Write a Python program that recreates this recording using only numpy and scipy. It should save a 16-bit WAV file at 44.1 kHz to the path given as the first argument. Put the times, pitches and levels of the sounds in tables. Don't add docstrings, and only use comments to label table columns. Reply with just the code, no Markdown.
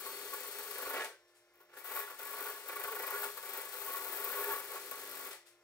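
import sys
import numpy as np
from scipy import signal
from scipy.fft import rfft, irfft, next_fast_len
from scipy.io import wavfile
from scipy.ndimage import uniform_filter1d

SR = 44100
rng = np.random.default_rng(int(sys.argv[2]) if len(sys.argv) > 2 else 0)


def bounce(signal):
    frames = np.transpose(np.atleast_2d(signal))
    limited = np.clip(frames, -1, 1)
    pcm = np.round(limited * 32767).astype(np.int16)
    wavfile.write(sys.argv[1], SR, pcm)


N = 248283
T = np.arange(N) / SR

# (time [s], speed [turns/s])
BRUSH_SPEED = [(0, 26.42), (.3, 26.57), (.5, 26.33), (.95, 26.18), (1.3, 26.84), (1.75, 26.54),
               (2.05, 26.0), (3.1, 25.98), (3.6, 25.39), (3.75, 25.6), (3.95, 25.3), (4.15, 25.39),
               (4.5, 25.03), (4.7, 25.39), (5.35, 25.33)]
# (frequency [Hz], level [dB])
MOTOR_TONES = [(350.5, -83), (608.3, -85.5), (700, -99), (812, -95), (1055, -89.5), (1405, -92),
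               (1755, -91.5), (2105, -88), (2455, -94.5), (3688, -99), (5615, -91), (7020, -99)]
# (frequency [Hz], level [dB])
FAN_SPECTRUM = [(20, -16), (40, -22), (60, 5), (90, -19), (115, 10), (160, -44), (270, -7), (420, 11.5),
                (900, 4), (2100, 5.5), (2900, 1), (5500, -2.5), (8000, -8), (16000, -13)]
# multiples of brush speed [1], their levels [dB]
HUM_ORDERS = [4, 5, 6, 7, 8, 10, 11, 12, 14]
HUM_ORDER_LEVELS_DB = [-104, -96, -92.5, -91.5, -95.5, -86.5, -87, -91, -81]
# (time [s], level [dB])
HUM_LEVEL = [(0, 5.5), (1.0, -2), (1.15, -21), (1.7, -8), (2.3, -1.5), (3.4, -5), (4.4, 3.5), (5.25, 5.5),
             (5.42, -17)]

# (touch [s], length [s])
PASSES = [(-0.03, 1.103), (1.729, 3.585)]
# (time [s], lean [dB])
LEAN = [(0, 3), (.88, 3), (1.0, -9), (1.8, -16.5), (2.3, -5.5), (3.3, -3), (3.7, -2), (4.5, -3.5),
        (4.85, -0.5), (5.26, -2.5), (5.35, -10)]
RESTING_PARTS = {"hiss": (-50, 1), "rasp": (-52.5, 0.74), "ring": (-53, 0.76), "drum": (-54.5, 1),
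                 "gears": (-16, 0.51), "rattle": (-3.5, -0.41)}
# (start [s], length [s], swell [dB], easing [dB/s], tip hiss [dB], edge ring [dB],
# skin drum [dB], once-a-turn surge [dB], twice-a-turn surge [dB])
PUSHES = [(0.025, 0.018, 4, 132, -66, -65, -52, -1.5, -1), (0.207, 0.63, 7, 96, -61, -70, -69, 1.5, -0.3),
          (0.747, 0.2, 4.5, 248, -45, -40, -44, 4, 0.3), (0.934, 0.068, 0.5, 224, -70, -38, -40, 0, 2),
          (1.533, 0.1, 2.5, 262, -70, -70, -75.5, 0, 7), (1.683, 0.086, 13, 92, -85, -54, -59, 2.5, 2),
          (1.85, 0.13, 13, 177, -36.5, -38, -45.5, 1.5, 1),
          (2.069, 0.038, 0.5, 289, -53, -45.5, -56.5, 1.5, 3),
          (2.186, 0.3, 6, 118, -41.5, -41.5, -48.5, 1.5, -3.5), (2.654, 0.028, 0, 140, -48, -49, -52, 2, 1),
          (2.686, 0.468, 4.5, 136, -41.5, -39.5, -46, 5.5, -0.5),
          (3.119, 0.13, 3, 195, -39, -39.5, -46.5, 1, 1.5), (3.425, 0.15, 6, 88, -42, -44, -48, 2.5, 1),
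          (3.713, 0.26, 6, 108, -40, -43, -48.5, 2, -1),
          (4.014, 0.44, 4.5, 103, -38, -40.5, -45.5, 1.4, 0.5),
          (4.428, 0.092, 4, 104, -36.5, -38, -44.5, 0.5, 0.5),
          (4.679, 0.064, 3, 145, -47.5, -48.5, -50.5, -0.5, 1.5),
          (4.922, 0.35, 6, 283, -47.5, -49.5, -54, 0, 3)]
# (time [s], sheet rattle [dB], rasp [dB])
SKIDS = [(0.965, -46, -53.5), (5.301, -48, -48)]
# (time [s], level [dB])
SWISHES = [(1.275, -77), (1.345, -69.5), (5.455, -62.5)]

# (frequency [Hz], level [dB])
HISS_SPECTRUM = [(300, -60), (3000, -11), (6500, -31), (8000, -30), (9300, -8), (10500, -9), (11700, -4.5),
                 (12200, -2.5), (14500, -4.5), (16000, -3)]
# (frequency [Hz], level [dB])
RASP_SPECTRUM = [(150, -34), (300, -23), (1200, 3), (2200, 3), (3200, 3), (3750, 3), (4350, 0.5), (4900, 1),
                 (6300, -0.5), (7800, 2.5), (9200, 3), (11000, -2), (16000, -9)]
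# (frequency [Hz], width [Hz], level [dB])
WIRE_MODES = [(8070, 200, -1), (9100, 190, -2), (11160, 200, -0.5), (12050, 93, 7), (12500, 96, 5),
              (12930, 110, 7), (13380, 100, 10.5), (13700, 110, 3), (13700, 170, 5), (14500, 90, 0),
              (14530, 110, 5), (14800, 140, -3), (15500, 120, 1), (15550, 110, 3)]
# (frequency [Hz], width [Hz], level [dB])
EDGE_MODES = [(871, 10.2, -0.5), (900.2, 12.4, 1.5), (990, 12.4, -2.5), (1096, 23, -13.5),
              (1110, 14.7, 3.5), (1131.6, 31, -2.5), (1158, 55, -3.5), (1180, 9.9, -6), (1287, 7.8, -3.5),
              (1371.5, 34, -1.5), (1422, 21, 0), (1455, 25, -3), (1626, 18, -5), (1687, 18, -2),
              (2016, 8.8, -9)]
# (frequency [Hz], width [Hz], level [dB])
SKIN_MODES = [(274, 34, -8.5), (306, 6.9, -6), (357, 8.9, -1), (402.1, 8.1, 4), (415.3, 17, 9.5),
              (449, 20.6, 6), (476, 21, -2.5), (499.8, 24, 3.5), (540, 6.1, -3), (660, 16, -14.5),
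              (689, 15, -8), (796, 16, -15)]
# (frequency [Hz], width [Hz], level [dB])
SHEET_MODES = [(404.8, 11.6, -0.5), (552, 5.9, -3.5), (676, 22, -5.5), (786, 24, -3.5), (870.5, 39, -5),
               (1230, 13, -11), (1402, 43, -4), (1697, 10.5, 7.5), (1793, 8.5, 0.5), (1873, 12, -1.5),
               (1950, 16.4, 4.5), (1993, 19, 0.5), (2132, 76, -5), (2232, 38, -1), (2285, 24, -2.5),
               (2420, 37, -6.5), (2630, 18, -10)]
# (frequency [Hz], level [dB])
SHEET_SPECTRUM = [(150, -39), (250, -50), (350, -32), (500, -0.5), (720, 2), (1000, -15.5), (1300, -1),
                  (1800, -3), (2400, -3.5), (2800, -4), (4500, -12.5), (7000, -19)]
# (time [s], hiss and rasp rise [s], tip hiss [dB], rasp [dB], door thump [dB])
SNAGS = [(0.060, 0.0044, -48, -58, -42.5), (0.333, 0.0063, -48, -68, -36), (0.431, .002, -55, -58, -48),
         (0.585, .003, -45, -66, -40.5), (0.709, .004, -48, -62, -46), (0.819, 0.0013, -49, -69, -63),
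         (0.934, 0.0043, -50, -60, -60), (1.043, 0.0038, -68, -47.5, -56), (1.602, 0.006, -69, -75, -51.5),
         (1.768, 0.014, -51.5, -67, -54), (1.84, 0.0086, -49, -67, -44), (2.1, .002, -58, -61, -57),
         (2.187, 0.0029, -54, -72, -45), (2.687, 0.00083, -45, -55, -36), (2.836, 0.0036, -52, -61, -39),
         (3.231, 0.0064, -52, -53, -42), (3.369, 0.0065, -52, -64, -36.5), (3.427, 0.0014, -50, -66, -52),
         (3.969, 0.0015, -46, -55, -64), (4.126, .004, -47, -72, -48), (4.24, 0.0054, -44, -67, -51),
         (4.598, .002, -51, -66, -43), (4.716, 0.0018, -45, -66, -46), (4.753, .004, -48, -71, -36),
         (4.911, 0.0022, -39, -59, -37.5), (4.965, .005, -60, -71, -46), (5.267, 0.0026, -53, -66, -54),
         (5.311, 0.0029, -61, -58, -53), (5.33, 0.0023, -66, -57, -58)]
# (peak time [s], frequency [Hz], peak level [dB], swell [s])
FLARES = [(.075, 1118, -46.5, 0.011), (.26, 402, -50, 0.053), (0.337, 1123, -42.5, 0.007),
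          (.45, 1116, -50.5, 0.013), (.603, 1110, -54, 0.0067), (.84, 1112, -56, 0.019),
          (.96, 1100, -50, 0.014), (1.0, 400, -58, 0.049), (1.02, 1692, -44.5, 0.031),
          (1.145, 1552, -61, 0.066), (1.98, 1111, -42, 0.019), (2.772, 1125, -41, 0.013),
          (2.888, 1106, -38, 0.01), (2.925, 442, -42.5, 0.014), (3.11, 1109, -40, 0.0076),
          (3.148, 1428, -43, 0.055), (3.15, 408, -47, 0.019), (3.248, 1118, -47, 0.017),
          (3.895, 1106, -45.5, 0.045), (3.952, 1110, -41, 0.015), (4.395, 1108, -37.5, 0.028),
          (4.5, 410, -45, 0.04), (4.51, 897, -43.5, 0.03), (4.532, 1112, -37, 0.013),
          (4.769, 1113, -47, 0.014), (4.926, 1115, -42.5, 0.0091)]
# (time [s], level [dB])
KNOCKS = [(0.785, -71), (0.865, -70), (1.96, -77), (2.69, -76), (2.842, -69), (2.995, -76), (3.232, -70),
          (4.445, -69), (4.495, -73)]

# (frequency [Hz], likeness [0-1])
LIKENESS = [(30, .4), (60, .65), (125, .9), (250, .995), (1000, .98), (2000, .85), (4000, .5), (8000, .4),
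            (14000, .55)]
# (frequency [Hz], level difference [dB])
BALANCE_DB = [(30, 15), (60, 4), (110, 2), (200, 2.5), (380, 0), (700, -2), (1290, -1), (2380, -0.5),
              (4400, 5.5), (8120, 7), (15000, 14.5)]
# (frequency [Hz], lead [rad])
LEAD_RAD = [(100, 0), (400, 0.1), (750, .5), (1200, 0.71), (1810, 0.8), (2500, 1.5), (3530, 4), (4310, 5),
            (5200, 7.5), (16000, 8)]
# (frequency [Hz], t60 [s])
ROOM_T60_S = [(250, 0.34), (700, 0.3), (1800, 0.34), (5000, 0.38), (14000, 0.18)]

TOUCH_RISE_S, LIFT_DB_PER_S, PUSH_RISE_S = 0.012, 230, 0.007
PUSH_RASP_DB, PUSH_RASP_POWER = -29, 0.57
HIGH_SIDE_TURNS = .27
DOOR_LAG_TURNS = 0.092
TUFTS_PER_TURN, TUFT_DB = 5, .9
BITE_SHARPNESS = 1.5
TIP_HZ, TIP_SURGE_POWER, SHANK_SURGE_POWER = 11600, 1.25, .7
MESH_CYCLES_PER_TURN = 166
REPEAT_DB = -24
FLARE_FALL_DB_PER_S = 340
CUT_HZ = 15780


def amp(db):
    return 10 ** (np.asarray(db) / 20)


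def rms(x):
    return np.sqrt(np.mean(x ** 2))


def unit(x):
    return x / np.sqrt(np.mean(np.atleast_2d(x).mean(0) ** 2) + 1e-20)


def at_hz(points, hz):
    f, value = np.transpose(points)
    return np.interp(np.log(hz + 1), np.log(f + 1), value)


def curves(rows):
    s, *columns = np.transpose(rows)
    return [np.interp(T, s, c) for c in columns]


def filtered(x, response):
    size = next_fast_len(N + 8192)
    hz = np.fft.rfftfreq(size, 1 / SR)
    return irfft(rfft(x, size) * response(hz), size)[..., :N]


def coloured(x, spectrum):
    return filtered(x, lambda hz: amp(at_hz(spectrum, hz)))


def wander(rate_hz):
    return unit(filtered(rng.standard_normal(N), lambda hz: 1 / (1 + (hz / rate_hz) ** 4)))


def ringing(x, modes):
    grid = np.linspace(1, SR / 2, SR // 4)
    gain = 0
    for f, width, db in modes:
        resonance = amp(db) / (1 + 1j * (grid ** 2 - f ** 2) / (grid * width))
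        gain = gain + resonance / (1 + (f / (1.5 * grid)) ** 8 + (grid / (2 * f)) ** 4)
    return filtered(x, lambda hz: np.interp(hz, grid, gain))


def stereo(pair):
    def same(hz):
        return np.clip(at_hz(LIKENESS, hz), 0, 1)

    def right_gain(hz):
        return amp(-at_hz(BALANCE_DB, hz) / 2) * np.exp(-1j * at_hz(LEAD_RAD, hz))

    left = filtered(pair[0], lambda hz: amp(at_hz(BALANCE_DB, hz) / 2))
    right = filtered(pair[0], same) + filtered(pair[1], lambda hz: np.sqrt(1 - same(hz) ** 2))
    return unit(np.array([left, filtered(right, right_gain)]))


def bumps(rows, rise_s):
    force = np.zeros(N)
    u = np.arange(SR // 5) / SR / rise_s
    for s, db in rows:
        part = force[int(s * SR):][:len(u)]
        part += (amp(db) * u * np.exp(1 - u))[:len(part)]
    return force


def stroke(start_s, length_s, rise_s, fall_db_per_s, swell_db=0):
    t = T - start_s
    swell = swell_db * (np.clip(t / length_s, 0, 1) - 1)
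    fall = fall_db_per_s * np.maximum(t - length_s, 0)
    return np.clip(t / rise_s, 0, 1) * amp(swell - fall)


def motor(waver, flutter_db):
    clock_s = np.cumsum(1 + waver * wander(rate_hz=9.1)) / SR
    tones = np.zeros((2, N))
    for hz, db in MOTOR_TONES:
        angle = 2 * np.pi * (hz * clock_s + rng.random())
        level = amp(db + flutter_db * wander(rate_hz=6.4))
        tones += level * np.sin([angle, angle - at_hz(LEAD_RAD, hz)])
    fan = stereo(coloured(rng.standard_normal((2, N)), FAN_SPECTRUM))
    return amp(8.5) * tones + amp(-73.5) * fan


def turns():
    return np.cumsum(curves(BRUSH_SPEED)[0]) / SR


def hum(flutter_db):
    angle = 2 * np.pi * turns()
    tone = np.zeros(N)
    for order, db in zip(HUM_ORDERS, HUM_ORDER_LEVELS_DB):
        level = amp(db + flutter_db * wander(rate_hz=1.6))
        tone += level * np.cos(order * angle + 2 * np.pi * rng.random())
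    return np.sqrt(2) * tone * amp(curves(HUM_LEVEL)[0])


def resting(part):
    db, slope = RESTING_PARTS[part]
    return amp(db + slope * curves(LEAN)[0])


def contact():
    touch = np.max([stroke(s, length, TOUCH_RISE_S, LIFT_DB_PER_S) for s, length in PASSES], axis=0)
    pushes = []
    for s, length, swell_db, easing, hiss_db, ring_db, drum_db, *_ in PUSHES:
        pushes.append(amp([[hiss_db], [ring_db], [drum_db]]) * stroke(s, length, PUSH_RISE_S, easing, swell_db))
    pushed = np.max(pushes, axis=0)
    rested = [touch * resting(part) for part in ("hiss", "ring", "drum")]
    hiss, ring, drum = np.hypot(pushed, rested)
    skid_rattle, skid_rasp = [bumps([(row[0], row[k]) for row in SKIDS], rise_s=0.045) for k in (1, 2)]
    push_rasp = amp(PUSH_RASP_DB) * pushed[0] ** PUSH_RASP_POWER
    rasp = touch * np.linalg.norm([resting("rasp"), push_rasp, skid_rasp], axis=0)
    rattle = np.hypot(drum * resting("rattle"), touch * skid_rattle)
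    return hiss, rasp, ring, drum, rattle


def tuft(angle):
    skewed = angle - .5 * (1 - np.cos(angle))
    return 2 * abs(np.cos(skewed / 2)) ** (2 * BITE_SHARPNESS) - 1


def bite(uneven_db, lag_turns=0):
    angle = 2 * np.pi * (turns() + HIGH_SIDE_TURNS - lag_turns)
    starts, *_, once, twice = np.transpose(PUSHES)
    push = np.maximum(np.searchsorted(starts, T) - 1, 0)
    once_db, twice_db = uniform_filter1d(np.array([once[push], twice[push]]), size=2000)
    surge_db = once_db * tuft(angle) + twice_db * tuft(2 * angle)
    chatter_db = TUFT_DB * tuft(TUFTS_PER_TURN * angle)
    gain = amp(surge_db + chatter_db + uneven_db * wander(rate_hz=90))
    return gain / np.sqrt(uniform_filter1d(gain ** 2, size=3400))


def wire_clicks(per_s, spread_db):
    force = amp(spread_db * np.minimum(rng.exponential(1, N), 4))
    return force * (rng.random(N) < per_s / SR) * rng.standard_normal((2, N))


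def wires(hiss_gain, rasp_gain, surge, snag_hiss, snag_rasp):
    tips = unit(ringing(wire_clicks(per_s=5000, spread_db=0.0), WIRE_MODES))
    smooth = unit(coloured(wire_clicks(per_s=9000, spread_db=1.5), HISS_SPECTRUM))
    hiss = stereo(smooth + amp(-1.5) * tips)
    lower = filtered(hiss, lambda hz: 1 / (1 + (hz / TIP_HZ) ** 20))
    pulsing = (hiss - lower) * surge ** TIP_SURGE_POWER + lower * surge ** SHANK_SURGE_POWER
    rasp = stereo(coloured(wire_clicks(per_s=14000, spread_db=0.5), RASP_SPECTRUM))
    hiss_out = amp(-3.0) * hiss_gain * pulsing + snag_hiss * hiss
    rasp_out = rasp * (amp(-1.73) * rasp_gain * surge ** 0.26 + snag_rasp)
    return hiss_out, rasp_out


def gears(load, jitter, flutter_db):
    hz = MESH_CYCLES_PER_TURN * curves(BRUSH_SPEED)[0] * (1 + jitter * wander(rate_hz=138.5))
    tone = np.sin(2 * np.pi * np.cumsum(hz) / SR) * amp(flutter_db * wander(rate_hz=30))
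    return stereo([tone, np.zeros(N)]) * load * resting("gears")


def rung_on(gain, seconds):
    r = np.exp(-1 / (abs(seconds) * SR))
    return np.sqrt(signal.lfilter([1 - r], [1, -r], gain ** 2) + 1e-20)


def rim_pattern(slip_turns):
    angle = 2 * np.pi * (turns() + slip_turns * wander(rate_hz=7))
    force = sum(np.cos(k * angle + 2 * np.pi * rng.random()) for k in range(15, 60))
    return amp(REPEAT_DB) * np.array([force, np.zeros(N)])


def struck(modes, force, pattern, per_s, spread_db):
    flicks = unit(wire_clicks(per_s, spread_db)) + pattern
    return stereo(ringing(flicks * force, modes)) * rms(force)


def door(ring, drum, rattle, surge, thump):
    push = rung_on(surge ** 0.98, seconds=0.0033)
    pattern = rim_pattern(slip_turns=0.0038)
    edge_force = amp(-6.5) * ring * push + amp(-11.5) * thump
    skin_force = amp(-5.5) * drum * push + amp(-18.5) * thump
    edge = struck(EDGE_MODES, edge_force, pattern, per_s=5000, spread_db=0.2)
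    skin = struck(SKIN_MODES, skin_force, pattern, per_s=2500, spread_db=-2.2)
    sheet = struck(SHEET_MODES, amp(-4.5) * rattle * push, pattern, per_s=3000, spread_db=1.5)
    shaken = amp(-4.5) * rung_on(rattle * push, seconds=0.0023) + amp(-20.0) * thump
    crowd = stereo(coloured(wire_clicks(per_s=5000, spread_db=2.5), SHEET_SPECTRUM)) * shaken
    return edge + skin + sheet + crowd


def snags(thump_rise_s):
    hiss, rasp = [sum(bumps([(row[0], row[k])], row[1]) for row in SNAGS) for k in (2, 3)]
    thump = bumps([(row[0], row[4]) for row in SNAGS], thump_rise_s)
    return hiss, rasp, thump


def singing(surge, waver, rough_db):
    clock_s = np.cumsum(1 + waver * wander(rate_hz=65)) / SR
    note = np.zeros(N)
    for s, hz, db, swell_s in FLARES:
        swell = np.exp(-(np.minimum(T - s, 0) / swell_s) ** 2)
        fall = amp(db - FLARE_FALL_DB_PER_S * np.maximum(T - s, 0))
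        note += swell * fall * np.sin(2 * np.pi * (hz * clock_s + rng.random()))
    note *= surge ** 0.48 * amp(rough_db * wander(rate_hz=67))
    return stereo([note, np.zeros(N)]) * rms(note)


def stand(edge_hz):
    def dull(hz):
        return hz / (hz + 60) / (1 + (hz / edge_hz) ** 4)
    thud = stereo(filtered(wire_clicks(per_s=2200, spread_db=2.5), dull))
    return thud * bumps(KNOCKS, rise_s=0.0037)


def workshop(x, wet_db):
    taps = rng.standard_normal((2, SR // 2)) * (np.arange(SR // 2) > .005 * SR)
    hz, t, z = signal.stft(taps, SR, nperseg=256)
    shared = 1 / (1 + (hz[:, None] / 2200) ** 4)
    z[1] = shared * z[0] + np.sqrt(1 - shared ** 2) * z[1]
    decay = amp(-60 * t / at_hz(ROOM_T60_S, hz)[:, None])
    tail = signal.istft(z * decay, SR, nperseg=256)[1]
    return x + amp(wet_db) * signal.fftconvolve(x, tail / np.linalg.norm(tail[0]), axes=1)[:, :N]


def scene():
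    whir = motor(waver=0.00183, flutter_db=2.0)
    hiss_gain, rasp_gain, ring, drum, rattle = contact()
    surge = bite(uneven_db=1.1)
    door_surge = bite(uneven_db=1.1, lag_turns=DOOR_LAG_TURNS)
    snag_hiss, snag_rasp, thump = snags(thump_rise_s=0.0065)
    swishing_rasp = rasp_gain + bumps(SWISHES, rise_s=0.02)
    hiss, rasp = wires(hiss_gain, swishing_rasp, surge, snag_hiss, snag_rasp)
    mesh = gears(rasp_gain, jitter=0.009, flutter_db=2)
    tips = workshop(hiss, wet_db=-12)
    drag = workshop(rasp + mesh, wet_db=-5.5)
    struck_steel = door(ring, drum, rattle, door_surge, thump) + stand(edge_hz=140)
    steel = workshop(struck_steel, wet_db=-10.5)
    notes = singing(door_surge, waver=0.0057, rough_db=1.5)
    return whir + hum(flutter_db=4.0) + tips + drag + steel + notes


def record(dry):
    lowpass = signal.firwin(511, CUT_HZ, window=("kaiser", 9), fs=SR)
    return signal.oaconvolve(dry, lowpass[None], "same")


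dry = scene()
out = record(dry)
bounce(out)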